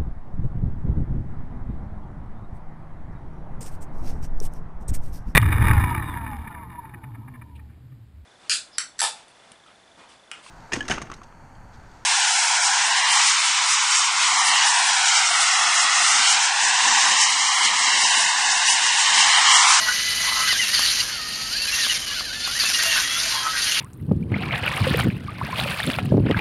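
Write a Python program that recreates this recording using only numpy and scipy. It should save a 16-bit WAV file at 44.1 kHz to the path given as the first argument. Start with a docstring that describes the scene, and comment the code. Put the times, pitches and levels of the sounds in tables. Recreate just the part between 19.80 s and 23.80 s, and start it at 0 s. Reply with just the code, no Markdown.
"""Toy robots shoving

Two wheeled toy robots drive into each other and shove on a bare floor in a quiet room.
Their geared motors whine, sagging and squealing under load and springing back as wheels slip.
The plastic gear trains rattle; the frames chatter in rising bursts and knock together."""
import sys
import numpy as np
from scipy import signal
from scipy.fft import rfft, irfft, next_fast_len
from scipy.io import wavfile
from scipy.ndimage import uniform_filter1d, map_coordinates

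SR = 44100
rng = np.random.default_rng(int(sys.argv[2]) if len(sys.argv) > 2 else 0)


def unload_audio(sound):
    """Save the sound as a 16-bit wav file, at the path given as the first command line argument."""
    columns = np.transpose(np.atleast_2d(sound))
    # keep every value between -1 and 1, then stretch to whole-number steps
    steps = np.round(np.clip(columns, -1, 1) * 32767)
    wavfile.write(sys.argv[1], SR, steps.astype(np.int16))


N = 4 * SR
T = np.arange(N) / SR

# Pitch and level rides of each drive: t/s, f/Hz of the lowest gear mesh, level/dB
DRIVE_A = [(0.0, 1936, -29), (0.2, 1989, -30), (0.69, 1993, -30), (0.712, 2008, -22), (0.735, 1723, -35),
           (0.76, 1577, -25), (0.783, 1754, -39), (0.795, 2040, -21.5), (0.83, 1859, -30.5),
           (0.86, 1700, -41), (0.92, 1900, -34), (0.94, 1995, -29), (0.97, 1712, -36), (0.995, 1598, -37),
           (1.015, 1948, -34), (1.08, 1917, -38), (1.13, 1996, -48), (1.2, 1963, -30.5), (1.23, 1690, -51),
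           (1.35, 1428, -36), (1.42, 1224, -41), (1.7, 1316, -43.5), (1.755, 1620, -32.5),
           (1.79, 1791, -40), (1.84, 1830, -37), (1.86, 1620, -39), (1.89, 1657, -30.5), (1.93, 1824, -48),
           (1.99, 1872, -30), (2.035, 1794, -34), (2.068, 1489, -26), (2.083, 1898, -57),
           (2.095, 1968, -26), (2.13, 1849, -36), (2.17, 1602, -65), (2.33, 1684, -36), (2.405, 1349, -35),
           (2.43, 1870, -40.5), (2.5, 1433, -35), (2.56, 1756, -36.5), (2.65, 1740, -45), (2.68, 1297, -35),
           (2.745, 1610, -39), (2.775, 1959, -30.5), (2.8, 1892, -37), (2.838, 1521, -34),
           (2.853, 1797, -32), (2.895, 1708, -35), (2.925, 1351, -35), (2.942, 1931, -36), (3.0, 1835, -29),
           (3.025, 1751, -37), (3.045, 1884, -32), (3.165, 1806, -28), (3.215, 1499, -37),
           (3.255, 1937, -30), (3.5, 2037, -57), (3.58, 1652, -37), (3.77, 1694, -56), (3.82, 1840, -38.5),
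           (4.0, 1900, -44)]
DRIVE_B = [(0.0, 1684, -39), (0.69, 1701, -43), (0.76, 1280, -57), (0.97, 1828, -30.5), (1.04, 1806, -30),
           (1.075, 1572, -48), (1.2, 1601, -36), (1.42, 1854, -37.5), (1.82, 1826, -42.5),
           (2.065, 1232, -58), (2.2, 1254, -43), (2.32, 1129, -32.5), (2.4, 1743, -40), (2.6, 1368, -41),
           (2.65, 1448, -31.5), (2.7, 1376, -38), (2.775, 1640, -37), (2.83, 1346, -33), (2.93, 1559, -43),
           (3.08, 1802, -32), (3.185, 1501, -37), (3.25, 1293, -35), (3.35, 1335, -27), (3.47, 1557, -38),
           (3.57, 1306, -34.5), (3.72, 1231, -45), (3.8, 1496, -37), (3.87, 1681, -32), (4, 1742, -48)]
# Partials of each gear train: multiple of the shaft rate, level/dB
MESH_A = [(16, 4), (24, -2), (32, -6.5), (40, -3)]
MESH_B = [(16, -3), (24, -5), (32, -7.5), (40, 0)]
# Tone colour of the plastic housing: f/Hz, level/dB
HOUSING_EQ = [(1000, -6), (1500, -3), (1950, 0), (2350, -4.5), (2850, 3), (3500, -0.5), (4100, -2.5),
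              (4600, 0.5), (5300, -44)]
TEETH = 16

def whine(drive, mesh, turns, eccentric, trim_db):
    """The meshing gears of one drive sing a stack of tones, coloured by the housing."""
    hz, level_db = curves(drive)
    out = np.zeros(N)
    for order, tone_db in mesh:
        housing_db = along(HOUSING_EQ, hz * order / TEETH)
        out += amp(tone_db + housing_db) * mesh_tone(order, turns, eccentric)
    return out * amp(level_db + trim_db)

def shaft_turns(drive, flutter):
    """Running count of turns of a motor shaft whose speed flutters."""
    mesh_hz, _ = curves(drive)
    return np.cumsum(mesh_hz * (1 + flutter * wobble(170))) / TEETH / SR

# The gears grind as the locked robots swing round: midpoint t/s, half length/s, phase jitter/rad
GRIND = (3.2, .22, .8)

def mesh_tone(order, turns, eccentric, jitter_rad=0.25):
    """One gear mesh: a gritty tone that sways with the shaft and, more slowly, with the next gear."""
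    sway = 1 + np.clip(eccentric, 0, 0.6) * np.sin(2 * np.pi * (turns + rng.random()))
    runout = np.sin(2 * np.pi * (turns / 5 + rng.random()) + wobble(20))
    grit_db = 1.3 * wobble(260) + 1.3 * wobble(55) + 2.8 * runout
    middle, half_length, grind_rad = GRIND
    grind = grind_rad * np.exp(-((T - middle) / half_length) ** 4) * wobble(200)
    phase = 2 * np.pi * order * turns + jitter_rad * wobble(500) + grind
    return unit(sway * amp(grit_db)) * np.sin(phase)

# The first drive strains: t/s, length/s, upper mesh level/dB, middle mesh level/dB
STRAINS = [(0.706, 0.029, -26, -34), (0.789, 0.059, -42, -27.5), (0.934, 0.041, -20.5, -46),
           (1.03, 0.041, -44, -26), (1.201, 0.015, -20, -30), (1.782, 0.062, -27.5, -33),
           (1.879, 0.013, -23, -27), (1.925, 0.026, -42, -22), (2.001, 0.033, -34, -28),
           (2.095, 0.034, -46, -23), (2.628, 0.028, -24.5, -52), (2.796, 0.027, -19.5, -27),
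           (2.843, 0.045, -32, -28), (2.941, 0.011, -37, -19), (2.985, 0.045, -28, -36),
           (3.04, 0.13, -45, -26), (3.755, 0.13, -32, -53), (3.909, 0.018, -33, -26),
           (3.958, 0.05, -32, -27.5)]
# Squealing partials, in multiples of the shaft rate: upper mesh, middle mesh
SQUEAL_ORDERS = (40, 24)

def squeals(turns, attack_s=0.0031, release_s=0.004):
    """Under sudden load the fast gear meshes sing out."""
    out = np.zeros(N)
    for column, order in enumerate(SQUEAL_ORDERS):
        load = np.zeros(N)
        for start, length, *levels_db in STRAINS:
            attack = np.clip((T - start) / attack_s, 0, 1)
            release = np.exp(-np.maximum(T - start - length, 0) / release_s)
            load += amp(levels_db[column]) * attack * release
        out += load * mesh_tone(order, turns, eccentric=0.4)
    return out

# Wheel-slip chirps: t/s, length/s, start f/Hz, end f/Hz, level/dB
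SLIPS = [(0.709, 0.046, 4200, 3200, -26.5), (1.006, 0.056, 4750, 4423, -26),
         (1.065, 0.034, 3900, 4120, -25), (1.093, 0.025, 4830, 4560, -26), (2.015, 0.059, 4240, 2960, -27),
         (2.135, 0.041, 2590, 1830, -29.5), (2.182, 0.0644, 3150, 3040, -33),
         (2.755, 0.075, 1843, 2445, -32), (3.134, 0.034, 4764, 4405, -25)]

def wheel_slips(jitter_rad=0.13):
    """A wheel grips or breaks free and its gear note slides quickly."""
    out = np.zeros(N)
    for start, length, start_hz, end_hz, db in SLIPS:
        progress = (T - start) / length
        cycles = np.cumsum(start_hz + (end_hz - start_hz) * np.clip(progress, 0, 1)) / SR
        swell = amp(db) * np.exp(-(2 * progress - 1) ** 4)
        out += swell * np.sin(2 * np.pi * cycles + jitter_rad * wobble(500))
    return out

# Fader rides of the gear rattle and the gearbox ring, before trim: t/s, level/dB
RATTLE_RIDE = [(0, -28), (0.68, -26.5), (0.92, -26.5), (0.945, -24.5), (1.21, -27), (1.26, -32.5),
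               (1.45, -36.5), (1.79, -34.5), (1.89, -27), (2.03, -26.5), (2.16, -27), (2.19, -32),
               (2.35, -35.5), (2.5, -41.5), (2.72, -32.5), (2.81, -26.5), (3.19, -24), (3.27, -29),
               (3.52, -27.5), (3.63, -32), (3.74, -31.5), (3.81, -25.5), (4, -25)]
RING_RIDE = [(0, -28.5), (0.68, -27), (0.73, -23), (0.79, -44), (0.92, -24.5), (0.95, -23.5), (1.21, -20),
             (1.25, -46), (1.34, -31.5), (1.7, -29.5), (1.82, -21.5), (1.92, -34), (2.04, -23), (2.2, -38),
             (2.38, -28), (2.58, -30.5), (2.82, -27.5), (3.16, -47), (3.27, -37), (3.52, -25.5),
             (3.64, -35.5), (4, -28)]
# Tone colour of the rattle: f/Hz, level/dB
RATTLE_EQ = [(300, -31), (700, -19), (1100, -10.5), (1500, -4), (2000, -3), (2500, -4.5), (3150, -1),
             (3500, -3.5), (4200, -1.5), (5600, -3), (6150, -0.24), (7300, -10.5), (8600, -13), (9700, -7),
             (11000, -10.5), (12300, -16)]
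# Gearbox resonances: f/Hz, width/Hz, level/dB
GEARBOX_MODES = [(4225, 320, 2), (4610, 150, 3.5), (3010, 190, 0.5), (2660, 83, -6), (1930, 110, -21)]

def gear_rattle(turns_a, turns_b, body_trim_db=3.0, ring_trim_db=-2.5):
    """Uneven teeth buzz with both shafts while loose ones clatter and ring the gearbox."""
    def clatter(waver_db):
        buzz = tooth_errors(turns_a) + tooth_errors(turns_b)
        # a slower gear runs out of true
        sway = np.sin(2 * np.pi * (turns_a / 5 + rng.random()) + wobble(18))
        waver = amp(waver_db * (sway + wobble(70)))
        return waver * (0.56 * buzz + impacts(3000, scatter_db=6.5) + 0.72 * rng.standard_normal(N))

    def gearbox(f):
        return sum(amp(db) * resonance(f, hz, width) for hz, width, db in GEARBOX_MODES)

    flickering = patchy(clatter(waver_db=0.36), depth_db=2.1)
    body = unit(filtered(flickering, lambda f: amp(along(RATTLE_EQ, f)) * low_cut(f, 450)))
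    ring = unit(filtered(clatter(waver_db=2.0), lambda f: gearbox(f) * low_cut(f, 1200)))
    body *= amp(curves(RATTLE_RIDE)[0] + body_trim_db)
    ring *= amp(curves(RING_RIDE)[0] + ring_trim_db)
    return body + ring

def tooth_errors(turns, size=384):
    """Every tooth is a little different, so the same buzz returns on each turn of the shaft."""
    return unit(map_coordinates(rng.standard_normal(size), [turns * size % size], mode="grid-wrap"))

def impacts(per_second, scatter_db):
    """Loose teeth tick at random, some harder than others."""
    ticks = (rng.random(N) < per_second / SR) * rng.choice([-1, 1], N)
    return unit(ticks * amp(scatter_db * np.minimum(rng.standard_normal(N), 2)))

# Cues where the loaded gears catch: t/s
CATCHES = [.912, 1.145, 1.776, 1.814, 1.864, 1.91, 2.074, 2.138, 2.184, 2.259, 2.435, 2.524, 2.708, 2.786,
           2.928]

def catches(dip_db=-6, half_length_s=0.0041):
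    """Gain that ducks the gear noise for an instant at every catch."""
    return amp(dip_db * sum(np.exp(-((T - cue) / half_length_s) ** 2) for cue in CATCHES))

# Swells of frame chatter: peak t/s, rise/s, fall/s, centre f/Hz at the peak, relative level/dB
CHATTER_BURSTS = [(.04, 0.05, 0.021, 827, -21.5), (.10, 0.022, 0.023, 1500, -27.5),
                  (.45, 0.07, 0.019, 695, -30), (.49, 0.068, 0.055, 1060, -30),
                  (.598, 0.023, 0.023, 1180, -23), (.683, 0.014, 0.013, 1540, -26.5),
                  (2.998, 0.0091, 0.018, 1680, -25.5), (3.1, 0.071, 0.059, 750, -24.5),
                  (3.178, 0.024, 0.017, 1520, -30.5), (3.555, 0.1, 0.025, 940, -26),
                  (3.668, 0.037, 0.023, 1250, -24), (3.757, 0.018, 0.023, 1631, -29.5)]
# Frame resonances: f/Hz, width/Hz, relative level/dB
FRAME_MODES = [(663, 15, -6), (927, 50, -8.5), (1057, 35, 3), (1191, 21, -3.5), (1294, 40, 5),
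               (1489, 30, 8.5), (1589, 40, 7.5), (1893, 30, 21)]

def frame_chatter(judder_hz=111.6, climb_hz_per_s=2200, spread_hz=121, trim_db=-4.5):
    """Slipping parts judder against the frame, stirring ever higher modes through each burst."""
    cycles = np.cumsum(judder_hz * (1 + 0.25 * wobble(90))) / SR
    judder = unit(np.diff(np.floor(cycles), prepend=0) * amp(5.5 * wobble(100)))
    scrape = 0.88 * rng.standard_normal(N)
    friction = unit(judder + scrape)
    bursts = []
    for peak, rise, fall, centre_hz, db in CHATTER_BURSTS:
        swell = amp(db) * np.exp(-0.5 * ((T - peak) / np.where(T < peak, rise, fall)) ** 2)
        bursts.append((swell, centre_hz + climb_hz_per_s * (T - peak)))

    def midrange(f):
        return low_cut(f, 520, order=4) / (1 + (f / 2500) ** 4)

    out = np.zeros(N)
    for hz, width, db in FRAME_MODES:
        force = sum(swell / (1 + ((hz - centre) / spread_hz) ** 2) for swell, centre in bursts)
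        ring = filtered(force * friction, lambda f: resonance(f, hz, width) * midrange(f))
        makeup = np.sqrt(SR / np.pi / width)  # evens out narrow and wide modes
        out += amp(db + trim_db) * makeup * ring
    return out

# Frame-on-frame hits: t/s, thud level/dB, snap level/dB
KNOCKS = [(.728, -13.5, -17), (.994, -10.5, -15), (2.067, -15, -27), (2.408, -16.5, -35), (2.676, -16, -21),
          (2.837, -13, -18), (2.9, -29, -16.5), (3.035, -27, -13)]
# Partials of the thud: f/Hz, relative level/dB, t60/s
THUD_MODES = [(632, -36.5, 0.082), (787, -24.5, 0.078), (1114, -14.5, 0.013), (1176, -10.5, 0.027)]

def knocks(snap_t60_s=0.034, detune=0.024):
    """The frames hit: a short plastic thud under a bright snap."""
    thuds, snaps = np.zeros((2, N + SR))
    t = np.arange(SR // 8) / SR
    for start, thud_db, snap_db in KNOCKS:
        hit = round(start * SR) + np.arange(len(t))
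        for hz, db, t60 in THUD_MODES:
            detuned_hz = hz * (1 + detune * rng.standard_normal())
            thuds[hit] += amp(thud_db + db - 60 * t / t60) * np.sin(2 * np.pi * detuned_hz * t)
        snaps[hit] += amp(snap_db - 60 * t / snap_t60_s) * rng.standard_normal(len(t))
    return thuds[:N] + filtered(snaps, lambda f: resonance(f, hz=3200, width=7600))

def room_reverb(x, t60_s=0.22, predelay_s=0.004, wet_db=-11):
    """A short diffuse answer from the walls."""
    t = np.arange(SR // 2) / SR
    tail = rng.standard_normal(len(t)) * amp(-60 * t / t60_s) * (t > predelay_s)
    return amp(wet_db) * signal.fftconvolve(x, tail / np.linalg.norm(tail))[:N]

# Tone colour of the ventilation, before its treble roll-off: f/Hz, level/dB
VENT_EQ = [(20, -16), (35, 2), (70, 0), (170, -6), (220, -2), (400, -8.5), (700, -3), (1100, -4),
           (2500, -17)]

def room_tone(air_db=-45, hum_hz=125.7, hum_db=-58.5):
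    """A bed of low ventilation rumble and faint mains hum."""
    air = filtered(rng.standard_normal(N), lambda f: amp(along(VENT_EQ, f)) / (1 + (f / 800) ** 2))
    hum = np.sqrt(2) * np.sin(2 * np.pi * hum_hz * T)
    return amp(air_db) * unit(air) + amp(hum_db) * hum

def amp(db):
    """Decibels to gain."""
    return 10 ** (np.asarray(db) / 20)

def unit(x):
    """Scaled to rms 1."""
    return x / np.sqrt(np.mean(x ** 2) + 1e-20)

def along(eq, hz):
    """Level in dB of an EQ curve at hz, on a log frequency axis."""
    f, db = np.transpose(eq)
    return np.interp(np.log(hz + 1), np.log(f + 1), db)

def curves(rows):
    """One automation lane for each column after the time."""
    times, *columns = np.transpose(rows)
    return [np.interp(T, times, column) for column in columns]

def wobble(rate):
    """A smooth random curve, rate knots a second."""
    return map_coordinates(rng.standard_normal(8000), [T * rate], mode="wrap")

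def patchy(x, depth_db):
    """Each band flutters in level on its own."""
    bands = signal.stft(x, nperseg=256)[2]
    flutter = uniform_filter1d(rng.standard_normal(bands.shape), size=9, axis=0)
    flutter = uniform_filter1d(flutter, size=8, axis=1)
    return signal.istft(bands * amp(depth_db * unit(flutter)), nperseg=256)[1][:N]

def filtered(x, response):
    """x shaped by a frequency response."""
    size = next_fast_len(N + SR // 2)
    return irfft(rfft(x, size) * response(np.fft.rfftfreq(size, 1 / SR)), size)[:N]

def resonance(f, hz, width):
    """Response of one mode."""
    return 1j * f * width / (hz * hz - f * f + 1j * f * width)

def low_cut(f, hz, order=2):
    """Response that rolls off below hz."""
    return f ** order / (f ** order + hz ** order)

def scene():
    """Both robots in the room, in mono."""
    turns_a = shaft_turns(DRIVE_A, flutter=0.00799)
    turns_b = shaft_turns(DRIVE_B, flutter=0.00707)
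    gears = whine(DRIVE_A, MESH_A, turns_a, eccentric=0.2, trim_db=-0.5)
    gears += whine(DRIVE_B, MESH_B, turns_b, eccentric=0.6, trim_db=0.5)
    gears += squeals(turns_a) + wheel_slips() + gear_rattle(turns_a, turns_b)
    robots = gears * catches() + frame_chatter() + knocks()
    return (robots + room_reverb(robots) + room_tone())[None]

def record(dry):
    """A small camera's microphone: a narrow notch in the treble and a hard high cut."""
    notch_hz, notch_width_hz, top_hz = 7905, 320, 12550
    notch = lambda f: 1 - np.exp(-((f - notch_hz) / notch_width_hz) ** 2)
    return filtered(dry[0], lambda f: notch(f) ** 2 * (f < top_hz))[None]

dry = scene()
out = record(dry)
unload_audio(out)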